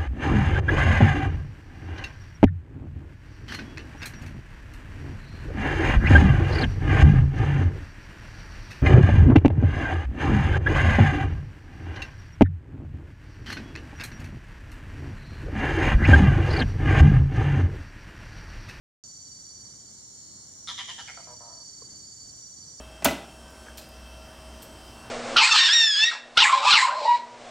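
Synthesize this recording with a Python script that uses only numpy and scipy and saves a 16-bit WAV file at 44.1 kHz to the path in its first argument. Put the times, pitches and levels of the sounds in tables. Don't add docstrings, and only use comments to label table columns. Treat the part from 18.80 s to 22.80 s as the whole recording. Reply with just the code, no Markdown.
import sys
import numpy as np
from scipy import signal
from scipy.fft import rfft, irfft, next_fast_len
from scipy.io import wavfile
from scipy.ndimage import uniform_filter1d, map_coordinates

SR = 44100
rng = np.random.default_rng(int(sys.argv[2]) if len(sys.argv) > 2 else 0)


def put_to_file(sound):
    columns = np.atleast_2d(sound).T
    safe = np.clip(columns, -1, 1)
    whole_steps = np.round(safe * 32767)
    wavfile.write(sys.argv[1], SR, whole_steps.astype(np.int16))


N = 176400


def amp(db):
    return 10 ** (np.asarray(db) / 20)


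def unit(x):
    return x / np.sqrt(np.mean(x ** 2) + 1e-20)


def along(points, hz):
    point_hz, values = np.transpose(points)
    return np.interp(np.log(hz + 1), np.log(point_hz + 1), values)


def curve(rows):
    return np.interp(np.arange(N) / SR, *np.transpose(rows))


def wobble(rate):
    knots = rng.standard_normal(int(N * rate / SR) + 4)
    return map_coordinates(knots, [np.arange(N) * rate / SR])


def filtered(x, response):
    m = next_fast_len(N + SR // 2)
    return irfft(rfft(x, m) * response(np.fft.rfftfreq(m, 1 / SR)), m)[..., :N]


def pan(db):
    return amp(np.array([[db], [-db]]) / 2)


def add(track, s, sound):
    i = round(s * SR)
    track[i:i + len(sound)] += sound


def noise(spectrum):
    def colour(hz):
        inside = (hz > spectrum[0][0]) & (hz < spectrum[-1][0])
        return amp(along(spectrum, hz)) * inside
    return unit(filtered(rng.standard_normal((2, N)), colour))


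def stereo(pair, alike):
    def mid_side_gains(hz):
        turn = np.arccos(np.clip(along(alike, hz), -1, 1)) / 2
        return np.array([np.cos(turn), np.sin(turn)])
    mid, side = filtered(pair, mid_side_gains)
    return np.array([mid + side, mid - side])


def forest(x):
    # frequency_hz, t60_s
    decay_times = [(300, 0.61), (1000, 0.27), (3300, 0.7), (7000, 0.52), (12000, 0.45)]
    hz, t, grains = signal.stft(rng.standard_normal((2, SR)), SR, nperseg=256)
    decay = amp(-60 * t / along(decay_times, hz)[:, None])
    onset = 1 - np.exp(-t / 0.004)
    tail = signal.istft(grains * decay * onset, SR, nperseg=256)[1]
    return signal.fftconvolve(x[None], tail / np.linalg.norm(tail[0]), axes=1)[:, :N]


def trunks(x, count=14):
    taps = np.zeros((2, SR // 10))
    for side in taps:
        delays = (rng.uniform(.001, .018, count) * SR).astype(int)
        side[delays] = rng.choice([-1, 1], count)
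    return signal.fftconvolve(x[None], taps / np.linalg.norm(taps, axis=1, keepdims=True), axes=1)[:, :N]


def cicadas():
    # frequency_hz, relative_level_db
    low_spectrum = [(4900, -33), (5250, -11.5), (5520, -1), (5800, 4), (6050, -6), (6300, -6.5),
                    (6600, -36)]
    high_spectrum = [(6000, -36), (6400, -12.5), (6800, -1.5), (7050, 2), (7300, -4.5), (7900, -14),
                     (8450, -12), (9000, -25), (9900, -27.5), (11000, -38), (13000, -49), (14100, -26),
                     (15000, -44)]
    # pitch_hz, width_hz, level_db
    thin_tones = [(4050, 69, -74.5), (5514, 40, -64.5), (6085, 25, -62), (8070, 46, -68), (8447, 110, -67),
                  (8800, 60, -74), (9160, 43, -75)]
    low_db, high_db, flutter_db = -55, -49, 1
    low = amp(low_db + flutter_db * wobble(250)) * noise(low_spectrum)
    high = amp(high_db + flutter_db * wobble(300) + 0.47 * wobble(2.84)) * noise(high_spectrum)
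    tones = np.zeros((2, N))
    for hz, width, db in thin_tones:
        tone = noise([(hz - 2 * width, -30), (hz, 0), (hz + 2 * width, -30)])
        tones += amp(db + 0.81 * wobble(2.41)) * tone
    return low * pan(db=-4.5) + high * pan(db=1.0) + near_cicada() + tones * pan(db=-7.5)


def near_cicada():
    # start_s, end_s, level_db
    phrases = [(-.2, 1.106, -52.5), (1.638, 3.1, -52.5), (3.42, 4.4, -51.5)]
    pitch_hz, width_hz = 5856, 90
    scoop_hz, scoop_s, fade_s = 341.1, 0.15, 0.21
    t = np.arange(N) / SR
    out = np.zeros((2, N))
    for start, end, db in phrases:
        hz = pitch_hz - scoop_hz * np.exp(-np.maximum(t - start, 0) / scoop_s)
        phase = 2 * np.pi * np.cumsum(hz) / SR
        white = rng.standard_normal((2, 2, N))
        a, b = unit(filtered(white, lambda f: 1 / (1 + (f / width_hz) ** 2)))
        swell = np.clip(np.minimum(t - start, end - t) / fade_s, 0, 1)
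        out += amp(db) * swell * (a * np.cos(phase) + b * np.sin(phase))
    return out * pan(db=-3.5)


def air():
    # frequency_hz, relative_level_db
    rumble_spectrum = [(15, -35), (25, -29), (62, -7), (104, -3.5), (218, -9.5), (300, -11), (421, -17),
                       (2210, -26), (2620, -35.5), (2970, -25), (3600, -28.5), (4000, -25.5), (5200, -23.5),
                       (8800, -120)]
    # frequency_hz, left_right_likeness
    likeness = [(60, 0.98), (250, 0.69), (1000, 0.12), (4000, 0.067)]
    rumble = unit(stereo(noise(rumble_spectrum), likeness))
    hiss = noise([(2800, -12.0), (3500, 1.0), (5000, 10), (6500, -18)])
    return amp(-58 + wobble(7.01)) * rumble + amp(-65) * hiss


def cricket():
    # first_s, last_s, count, first_relative_db, last_relative_db
    runs = [(.244, .469, 5, -55, -52.5), (.522, .606, 3, -51, -54.5), (.655, .765, 3, -55.5, -53),
            (.812, 1.006, 5, -54, -58.5), (1.085, 1.172, 2, -62, -62), (2.225, 2.336, 3, -58, -56),
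            (2.372, 2.445, 3, -52, -55), (2.495, 2.696, 6, -54, -54), (2.738, 3.062, 9, -50, -50.5),
            (3.116, 3.501, 10, -50.5, -52), (3.543, 3.721, 5, -55, -57), (3.78, 3.99, 5, -55, -56.5)]
    pitch_hz, wander_hz, glide_hz = 4556, 6.9, 25
    trim_db, uneven_db, echo_db = 4.5, 0.66, -10
    overlap = 1.15
    out = np.zeros(N + SR)
    for first, last, count, first_db, last_db in runs:
        length = overlap * (last - first) / (count - 1)
        u = np.linspace(0, 1, int(length * SR))
        swell = np.sin(np.pi * u) ** 1.12
        for s, db in zip(np.linspace(first, last, count), np.linspace(first_db, last_db, count)):
            hz = pitch_hz + wander_hz * rng.standard_normal() + glide_hz * (.5 - u)
            tone = np.sin(2 * np.pi * (np.cumsum(hz) / SR + rng.random()))
            level = amp(db + trim_db + uneven_db * rng.standard_normal())
            add(out, s - length / 2, level * swell * tone)
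    chirps = out[:N]
    return pan(db=-6.0) * (chirps + amp(echo_db) * forest(chirps))


def buzzer():
    # time_s, level_db
    loudness = [(.92, -78), (1.05, -66), (1.25, -61), (1.5, -55.5), (1.64, -57), (1.74, -64), (1.85, -61),
                (2.1, -62), (2.35, -76)]
    lines_db = [-12, -14, -13, 0, -2, -1, -5, -3, -4]
    lowest_hz, rate_hz = 3910, 126
    warped_t = np.cumsum(1 + 0.000376 * wobble(7.7)) / SR
    comb = np.zeros((2, N))
    for k, db in enumerate(lines_db):
        hz = lowest_hz + rate_hz * k
        comb += amp(db) * np.sin(2 * np.pi * (hz * warped_t + 0.16 * rng.standard_normal((2, 1))))
    sounding = (warped_t > loudness[0][0]) * (warped_t < loudness[-1][0])
    return amp(curve(loudness)) * unit(comb) * sounding


def pulses(length, rate, shape_db, resonances, fall, quickening, rasp):
    fall_below_hz, rasp_hz = 3040, 3670
    resonance_scatter, jitter, scatter_db = 0.017, .02, 0.5
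    fresh_share, rise_s = .45, .0012
    t = np.arange(SR // 30) / SR
    out = np.zeros(int((length + .1) * SR) + len(t))
    hz, width, db = np.transpose(resonances)[:, :, None]
    sink = fall / (1 + (hz / fall_below_hz) ** 2)
    envelope = np.exp(-np.pi * width * t) * (1 - np.exp(-t / rise_s))

    def walk():
        steps = uniform_filter1d(rng.standard_normal((len(hz), len(t))), size=24, axis=1)
        return np.cumsum(steps, axis=1) * np.sqrt(2 * np.pi * width / SR)

    shared = walk() + rng.standard_normal(hz.shape)
    s = 0
    while s < length:
        detune = 1 + resonance_scatter * rng.standard_normal(hz.shape)
        centre = hz * np.exp(-sink * (s - length / 2)) * detune
        drift = np.sqrt(1 - fresh_share) * shared + np.sqrt(fresh_share) * walk()
        roughness = 2 * rasp * centre / np.hypot(centre, rasp_hz)
        ring = np.sin(2 * np.pi * centre * t + roughness * drift) * envelope
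        ring *= amp(db) / np.linalg.norm(ring, axis=1, keepdims=True)
        size = amp(np.interp(s / length, *np.transpose(shape_db)) + scatter_db * rng.standard_normal())
        add(out, s, size * ring.sum(0))
        period = np.exp(-quickening * s) / rate
        s += period * (1 + jitter * np.clip(rng.standard_normal(), -2, 2))
    return out / np.sqrt(np.sum(out ** 2) / (length * SR))


def bird():
    # start_s, length_s, level_db, pulses_per_s, low_hz, middle_hz, high_hz (resonances),
    # middle_db, high_db, treble_db (levels against the low resonance)
    notes = [(1.8735, 0.044, -35.5, 180, 1180, 1950, 3450, -1.5, 9.5, 0.5),
             (1.9780, 0.04, -35.5, 185, 1070, 1920, 3300, 2.5, 9.5, -1.5),
             (2.08, 0.04, -38.5, 165, 967, 1870, 3207, 2, 9.5, -1),
             (2.181, 0.036, -41, 157, 894, 1720, 2950, 4.5, 7.5, -1),
             (2.2765, 0.0305, -42, 143, 855, 1614, 2160, 5, 11, -6.5),
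             (2.3738, 0.0064, -43.5, 149, 725, 1270, 1840, 1.5, -6, -25)]
    widths = [200, 190, 180]
    # frequency_hz, width_hz, level_db (before each note's treble_db)
    treble = [(4090, 680, 0), (5020, 250, -1.5), (6480, 250, -4.5), (9060, 480, -18), (10450, 390, -17)]
    # start_s, length_s, level_db, pulses_per_s,
    # fade_db, relative_fall_per_s, upper_resonances_db
    croaks = [(2.379, 0.029, -52, 135, 0, 4.5, -3.5), (2.471, 0.067, -51.5, 123, -2, 1.7, -0.5),
              (2.605, 0.085, -52, 118, -4, 1, -1.5), (2.694, 0.13, -58.5, 110, -9, .6, 0.5)]
    # frequency_hz, width_hz, level_db (upper ones before upper_resonances_db)
    closed = [(633, 98, 1), (968, 99, -0.5), (1206, 56, -8), (1580, 130, -16)]
    fall_per_s, quickening_per_s = 5.8, 3
    note_shape = [(0, -6.5), (0.29, 0), (1, -5)]  # (share of the note, dB)
    out = np.zeros(N)
    for s, length, db, rate, low, middle, high, middle_db, high_db, treble_db in notes:
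        throat = list(zip((low, middle, high), widths, (0, middle_db, high_db)))
        throat += [(hz, width, level + treble_db) for hz, width, level in treble]
        note = pulses(length, rate, note_shape, throat, fall_per_s, quickening_per_s, rasp=1)
        add(out, s, amp(db) * note)
    for s, length, db, rate, fade_db, fall, upper_db in croaks:
        throat = list(closed[:1]) + [(hz, width, level + upper_db) for hz, width, level in closed[1:]]
        purr = pulses(length, rate, [(0, 0.01), (1, fade_db)], throat, fall, quickening=0, rasp=.6)
        add(out, s, amp(db) * purr)
    return signal.sosfilt(signal.butter(4, [520, 12100], "band", fs=SR, output="sos"), out)


def upper_sideband():
    pitch_hz, reach_hz, level_db = 5060, 71, -65.5
    start_s, rise_s = 2.07, 0.28
    swell = np.clip((np.arange(N) / SR - start_s) / rise_s, 0, 1)
    tone = noise([(pitch_hz - reach_hz, -30), (pitch_hz, 0), (pitch_hz + reach_hz, -30)])
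    return amp(level_db) * swell * tone * pan(db=-3)


def knock():
    # pitch_hz, relative_level_db, t60_s
    modes = [(459, 1.5, 0.028), (1074, 2.5, 0.019)]
    start_s, level_db, rise_s = 3.019, -33.5, 0.0045
    out, t = np.zeros(N), np.arange(SR // 10) / SR
    ring = sum(amp(db - 60 * t / t60) * np.sin(2 * np.pi * hz * t) for hz, db, t60 in modes)
    add(out, start_s, amp(level_db) * ring * (1 - np.exp(-(t / rise_s) ** 2)))
    return out


def scene():
    # frequency_hz, left_right_likeness
    likeness = [(600, 0.89), (1500, 0.51), (3000, 0), (8000, 0.69)]
    insects = cicadas() + cricket() + buzzer() + upper_sideband()
    call = bird()
    echoes = stereo(amp(-2.5) * forest(call) + amp(-9.5) * trunks(call), likeness)
    tap = knock()
    near = call + echoes + tap + amp(-13) * forest(tap)
    return insects + air() + pan(db=-0.8) * near


def record(dry):
    # frequency_hz, half_width_hz
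    notches = [(2630, 134), (7700, 140)]
    start_s, top_hz = 0.2381, 15100

    def notch_gain(f):
        return np.prod([(f - hz) ** 2 / ((f - hz) ** 2 + w ** 2) for hz, w in notches], axis=0)

    started = np.arange(N) / SR > start_s
    return filtered(filtered(dry, notch_gain) * started, lambda hz: hz < top_hz)


dry = scene()
out = record(dry)
put_to_file(out)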